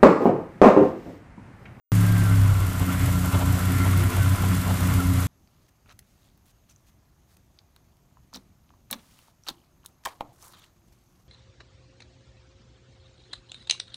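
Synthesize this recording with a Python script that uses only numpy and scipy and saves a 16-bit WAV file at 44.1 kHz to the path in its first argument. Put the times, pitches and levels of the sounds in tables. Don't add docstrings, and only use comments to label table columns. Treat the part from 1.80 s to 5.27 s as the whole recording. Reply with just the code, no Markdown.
import sys
import numpy as np
from scipy.fft import rfft, irfft, next_fast_len
from scipy.io import wavfile
from scipy.ndimage import map_coordinates

SR = 44100
rng = np.random.default_rng(int(sys.argv[2]) if len(sys.argv) > 2 else 0)


def master(y):
    cut = np.clip(np.atleast_2d(y).T, -1, 1)
    pcm = np.round(cut * 32767)
    wavfile.write(sys.argv[1], SR, pcm.astype(np.int16))


N = 153027
SECONDS = np.arange(N) / SR


def amp(db):
    return 10 ** (np.asarray(db) / 20)


def unit(x):
    return x / np.sqrt(np.mean(x ** 2) + 1e-20)


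def curve(rows):
    return np.interp(SECONDS, *np.transpose(rows))


def wobble(rate):
    knots = rng.standard_normal(400)
    return map_coordinates(knots, [SECONDS * rate], mode="wrap")


def filtered(x, response):
    size = 2 * next_fast_len(N)
    spectrum = rfft(x, size) * response(np.fft.rfftfreq(size, 1 / SR))
    return irfft(spectrum, size)[:N]


def coloured(x, points):
    hz, db = np.transpose(points)

    def response(f):
        magnitude = amp(np.interp(np.log(f + 1), np.log(hz), db))
        cepstrum = irfft(np.log(magnitude))
        half = len(cepstrum) // 2
        cepstrum[1:half] *= 2
        cepstrum[half:] = 0
        return np.exp(rfft(cepstrum))
    return unit(filtered(x, response))


def resonate(x, modes, order=1):
    def response(f):
        total = 0
        for k, (centre, width, db) in enumerate(modes):
            damping = 1j * f * width
            resonance = damping / (centre * centre - f * f + damping)
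            total = total + (-1) ** k * amp(db) * resonance ** order
        return total
    return unit(filtered(x, response))


def bell(offset, half):
    return np.exp(-(offset / half) ** 2)


def swells(rows):
    return sum(amp(db) * bell(SECONDS - time, half) for time, half, db in rows)


def per_cycle(cycle, rows):
    power = 1
    for place, half, db in rows:
        offset = (cycle - place + 0.5) % 1 - 0.5
        power = power + amp(db) ** 2 * bell(offset, half)
    return unit(np.sqrt(power))


def impacts(rate, spread_db, wash_db):
    struck = rng.random(N) < rate / SR
    sign = rng.choice([-1, 1], N)
    strength = amp(spread_db * np.clip(rng.standard_normal(N), -2, 2))
    hits = unit(struck * sign * strength)
    return unit(hits + amp(wash_db) * rng.standard_normal(N))


def tone(turns, flutter):
    return np.sqrt(2) * np.sin(2 * np.pi * turns + flutter * wobble(80))


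def rumble():
    # (time [s], level [dB])
    rumble_level = [(.12, -42), (.65, -31), (1.1, -46), (2, -48), (2.25, -35), (2.6, -43), (3.47, -46)]
    # (frequency [Hz], width [Hz], level [dB])
    rumble_ring = [(44.6, 63, 0)]
    # (time [s], frequency [Hz], level [dB])
    throb_path = [(.25, 24.1, -37), (.68, 46.4, -33), (1.05, 65.6, -68)]
    path = np.array(throb_path)
    turns = np.cumsum(curve(path[:, :2])) / SR
    throb = amp(curve(path[:, [0, 2]])) * tone(turns, flutter=0.54)
    deep_noise = resonate(rng.standard_normal(N), rumble_ring, order=3)
    return throb + amp(curve(rumble_level)) * deep_noise


def whine(cycle):
    # (time [s], level [dB])
    whine_level = [(.12, -49), (.4, -42), (.6, -46.5), (.8, -51), (2.0, -49), (3.47, -52)]
    crank_turns = 2 * cycle
    level_db = curve(whine_level) + 2.5 * wobble(60)
    return amp(level_db) * tone(crank_turns * 45.5, flutter=0.85)


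def loose_parts():
    # (time [s], half length [s], level [dB])
    rattle_swells = [(1.017, 0.023, -33.5), (1.29, 0.016, -36.5), (1.548, 0.012, -27), (1.617, 0.027, -31),
                     (2.07, 0.021, -34.5), (2.385, 0.019, -35.5), (2.64, 0.011, -33), (2.9, 0.024, -34),
                     (3.21, 0.026, -37.5), (3.445, 0.014, -57)]
    # (frequency [Hz], level [dB])
    rattle_tone = [(150, -20), (400, -1), (600, 1.5), (950, 2.5), (1500, -19), (3200, -12), (7000, -36)]
    # (time [s], half length [s], level [dB], frequency [Hz])
    metal_flares = [(0.5, .025, -37.5, 1370), (1.101, 0.0074, -34, 1347), (1.116, 0.036, -45, 1150),
                    (2.021, 0.056, -35.5, 1363), (2.024, 0.039, -39.5, 2070), (2.424, .02, -35.5, 1520),
                    (3.204, 0.015, -30.5, 1345)]
    contacts = impacts(rate=990, spread_db=1.0, wash_db=5)
    sound = swells(rattle_swells) * coloured(contacts, rattle_tone)
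    for time, half, db, hz in metal_flares:
        sound = sound + swells([(time, half, db)]) * tone(hz * SECONDS, flutter=1.3)
    return sound


def block(cycle):
    # (place in the cycle [0-1], half length [cycles], level over the wash [dB])
    knocks = [(.47, .05, -3), (.99, .04, -3), (.18, .035, -2.5), (.75, .03, -8)]
    # (time [s], level [dB])
    clatter_level = [(0.13, -35), (0.72, -35.5), (0.76, -37), (1.22, -35.5), (1.81, -33), (2.1, -34.5),
                     (2.99, -35), (3.02, -32), (3.15, -34.5), (3.22, -34), (3.23, -35), (3.43, -35),
                     (3.47, -36.5)]
    # (frequency [Hz], level [dB])
    clatter_tone = [(100, -12.5), (300, 3.5), (480, -2), (650, 1.5), (900, -2.5), (1300, 2), (1800, -4.5),
                    (2600, -12.5), (3600, -16.5), (6000, -20.5), (15000, -78)]
    # (frequency [Hz], width [Hz], level [dB])
    block_ring = [(1009.5, 25, 5.5), (1132, 41, 0), (1363, 24, 6.5), (1525, 22, 0.5), (2114, 45, -2),
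                  (2766, 290, -10.5), (3460, 86, -10.5)]
    # (time [s], level [dB])
    rush_level = [(.12, -44), (.45, -44.5), (.8, -50.5), (1.25, -40.5), (1.5, -58), (2.02, -39), (2.3, -44),
                  (3.47, -47.5)]
    # (frequency [Hz], width [Hz], level [dB])
    rush_ring = [(1966, 880, 0)]
    body_trim_db, ring_trim_db = -2, -5.5

    drive = per_cycle(cycle, knocks) * amp(1.0 * wobble(24.79))
    body = coloured(drive * impacts(rate=800, spread_db=1.5, wash_db=-1.0), clatter_tone)
    ring_drive = drive * amp(1.9 * wobble(30.04))
    ring = resonate(ring_drive * impacts(rate=600, spread_db=2.5, wash_db=-5), block_ring)
    clatter = amp(body_trim_db) * body + amp(ring_trim_db) * ring
    rush = resonate(impacts(rate=600, spread_db=2.5, wash_db=-1), rush_ring, order=2)
    return amp(curve(clatter_level)) * clatter + amp(curve(rush_level)) * rush


def valves(cycle):
    # (place in the cycle [0-1], half length [cycles], level over the wash [dB])
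    closings = [(0.73, 0.055, 0), (0.07, 0.04, -8), (0.18, .055, -8), (.6, .025, -9), (.93, .04, -12)]
    # (time [s], level [dB])
    ticking_level = [(0.13, -40), (0.81, -42.5), (1.18, -40), (1.2, -38), (1.3, -40), (1.95, -39),
                     (2.6, -39.5), (3.12, -38.5), (3.18, -39.5), (3.47, -39.5)]
    # (frequency [Hz], level [dB])
    tick_tone = [(800, -38.5), (3000, 1), (4200, -1), (5500, -2), (7100, 0.5), (8500, 0.5), (10500, -0.5),
                 (12000, 0.5), (13000, -0.5), (14200, -4), (15300, -8)]
    # (frequency [Hz], level [dB])
    snap_tone = [(2000, -32), (7000, -9.5), (10500, 0), (13500, -2), (15300, -1)]
    # (time [s], level [dB])
    sizzle_level = [(0.13, -56), (0.86, -54), (1.0, -49), (1.71, -47), (2.51, -56), (3.16, -49),
                    (3.47, -52)]
    # (frequency [Hz], width [Hz], level [dB])
    sizzle_ring = [(7050, 250, -4), (7670, 300, 2), (11950, 380, 0.5)]
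    hiss_trim_db, snap_trim_db = 0.5, -6.5

    ticks = per_cycle(cycle + 0.012 * wobble(8.4), closings)
    hiss_gain = ticks * amp(0.77 * wobble(30.58))
    hiss = coloured(hiss_gain * impacts(rate=700, spread_db=0.5, wash_db=9.5), tick_tone)
    snap_gain = (ticks - ticks.min()) * amp(1.5 * wobble(20))
    snap = coloured(snap_gain * impacts(rate=1600, spread_db=-1, wash_db=7), snap_tone)
    ticking = amp(hiss_trim_db) * hiss + amp(snap_trim_db) * snap
    sizzle = resonate(rng.standard_normal(N), sizzle_ring, order=2)
    return amp(curve(ticking_level)) * ticking + amp(curve(sizzle_level)) * sizzle


def firings(cycle, scatter):
    # (mean strength [dB], mean lateness [firing intervals])
    cylinders = [(1.5, 0.056), (2.1, -0.065), (1.5, -0.06), (-0.2, 0.09), (1, -0.031), (4, -0.054)]
    # (time [s], share of the full scatter)
    unevenness = [(.12, 0.4), (.65, 0.5), (.95, 1), (2.1, .8), (3.47, 1.05)]
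    full_scatter_db, full_jitter = 2.5, 0.06
    notch_hz, notch_width_hz = 208, 21

    count = len(cylinders)
    firing = np.arange(int(cycle[-1] * count))
    strength_db, late = np.array(cylinders)[firing % count].T
    firing_clock = cycle * count
    share = np.interp(firing, firing_clock, curve(unevenness))
    chance = scatter[firing] * share[:, None]
    moment = firing + late + full_jitter * chance[:, 0]
    sample = np.interp(moment, firing_clock, np.arange(N)).astype(int)
    pulses = np.bincount(sample, amp(strength_db + full_scatter_db * chance[:, 1]), N)

    def notch(f):
        gap = notch_hz ** 2 - f * f
        return (gap / (gap + 1j * f * notch_width_hz)) ** 2
    return filtered(pulses, notch)


def exhaust(cycle):
    # (time [s], half length [s], depth in the boom [dB])
    stumbles = [(1.514, 0.01, 35), (1.619, .012, 11), (1.795, 0.015, 9), (2.32, 0.026, 24),
                (2.575, 0.018, 19), (2.836, 0.016, 12), (2.983, 0.019, 15), (3.227, 0.02, 12.5)]
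    # (time [s], level [dB])
    boom_level = [(.12, -18), (.45, -20), (.62, -16.5), (.73, -16.5), (.79, -20), (.87, -20), (.92, -30),
                  (.99, -19.5), (1.08, -28), (1.24, -17), (1.42, -23), (1.56, -17), (1.9, -21),
                  (2.24, -17.5), (2.48, -18), (2.72, -22), (2.95, -21.5), (3.04, -18.5), (3.11, -23),
                  (3.17, -18), (3.47, -18.5)]
    # (frequency [Hz], width [Hz], level [dB])
    muffler_ring = [(30.2, 69, -14), (57.4, 18.6, 0), (99.15, 32, 2), (122.5, 79, -8)]
    # (time [s], level [dB])
    drone_level = [(.13, -22.5), (.46, -22), (.7, -29), (.85, -35), (1.15, -29), (1.27, -32), (1.33, -26.5),
                   (1.5, -29.5), (2, -28.5), (2.3, -29), (2.45, -30), (2.75, -26), (3.06, -26.5),
                   (3.3, -29.5), (3.47, -38)]
    # (frequency [Hz], width [Hz], level [dB])
    drone_ring = [(178.1, 27.4, 0)]
    # (time [s], level [dB])
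    blare_level = [(0.13, -29.5), (0.59, -37), (0.71, -40.5), (1.21, -32), (1.55, -36.5), (1.68, -27),
                   (1.82, -42), (1.95, -29.5), (2.25, -36), (2.34, -45), (2.42, -31.5), (2.68, -36.5),
                   (3.22, -34.5), (3.36, -32), (3.43, -41), (3.47, -37)]
    # (frequency [Hz], width [Hz], level [dB])
    blare_ring = [(268.7, 17.8, 0)]
    # (time [s], level [dB])
    hum_level = [(.12, -41), (.7, -46), (1.3, -41), (2.05, -36.5), (2.5, -41), (2.65, -38), (3.47, -41)]
    # (frequency [Hz], width [Hz], level [dB])
    hum_ring = [(248.5, 9.1, 0)]
    # (time [s], level [dB])
    buzz_level = [(.12, -50.5), (1.6, -50.5), (2.2, -41.5), (2.7, -46.5), (3.47, -50.5)]
    # (frequency [Hz], width [Hz], level [dB])
    buzz_ring = [(350.4, 14.2, 3), (433.8, 17, -3.5)]
    boom_trim_db, drone_trim_db = -0.5, -1

    scatter = rng.standard_normal(size=(400, 2))
    lumpy = firings(cycle, scatter)
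    steady = firings(cycle, 0.75 * scatter)
    dip_db = sum(depth * bell(SECONDS - time, half) for time, half, depth in stumbles)

    boom = resonate(lumpy, muffler_ring, order=2) * amp(boom_trim_db + curve(boom_level) - dip_db)
    drone_db = drone_trim_db + curve(drone_level) - 0.71 * dip_db
    drone = resonate(steady, drone_ring, order=2) * amp(drone_db)
    blare = resonate(steady, blare_ring, order=2) * amp(curve(blare_level) - 0.26 * dip_db)
    hum = resonate(steady, hum_ring, order=2) * amp(curve(hum_level))
    buzz = resonate(steady, buzz_ring, order=2) * amp(curve(buzz_level))
    return boom + drone + blare + hum + buzz


def scene():
    # (time [s], speed [revolutions per minute])
    engine_speed = [(0.12, 2128), (0.3, 2114), (0.5, 2027), (0.7, 1939), (0.9, 1848), (1.1, 1829),
                    (1.4, 1796), (1.7, 1821), (2, 1879), (2.6, 1880), (2.9, 1871), (3.2, 1810),
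                    (3.45, 1772)]
    cycle = np.cumsum(curve(engine_speed)) / SR / 120
    background = rumble() + whine(cycle) + loose_parts()
    engine = block(cycle) + valves(cycle) + exhaust(cycle)
    return (background + engine)[None]


def record(dry):
    start_s, top_hz = 0.119, 15400
    started = dry[0] * (SECONDS >= start_s)
    return filtered(started, lambda hz: hz < top_hz)[None]


dry = scene()
out = record(dry)
master(out)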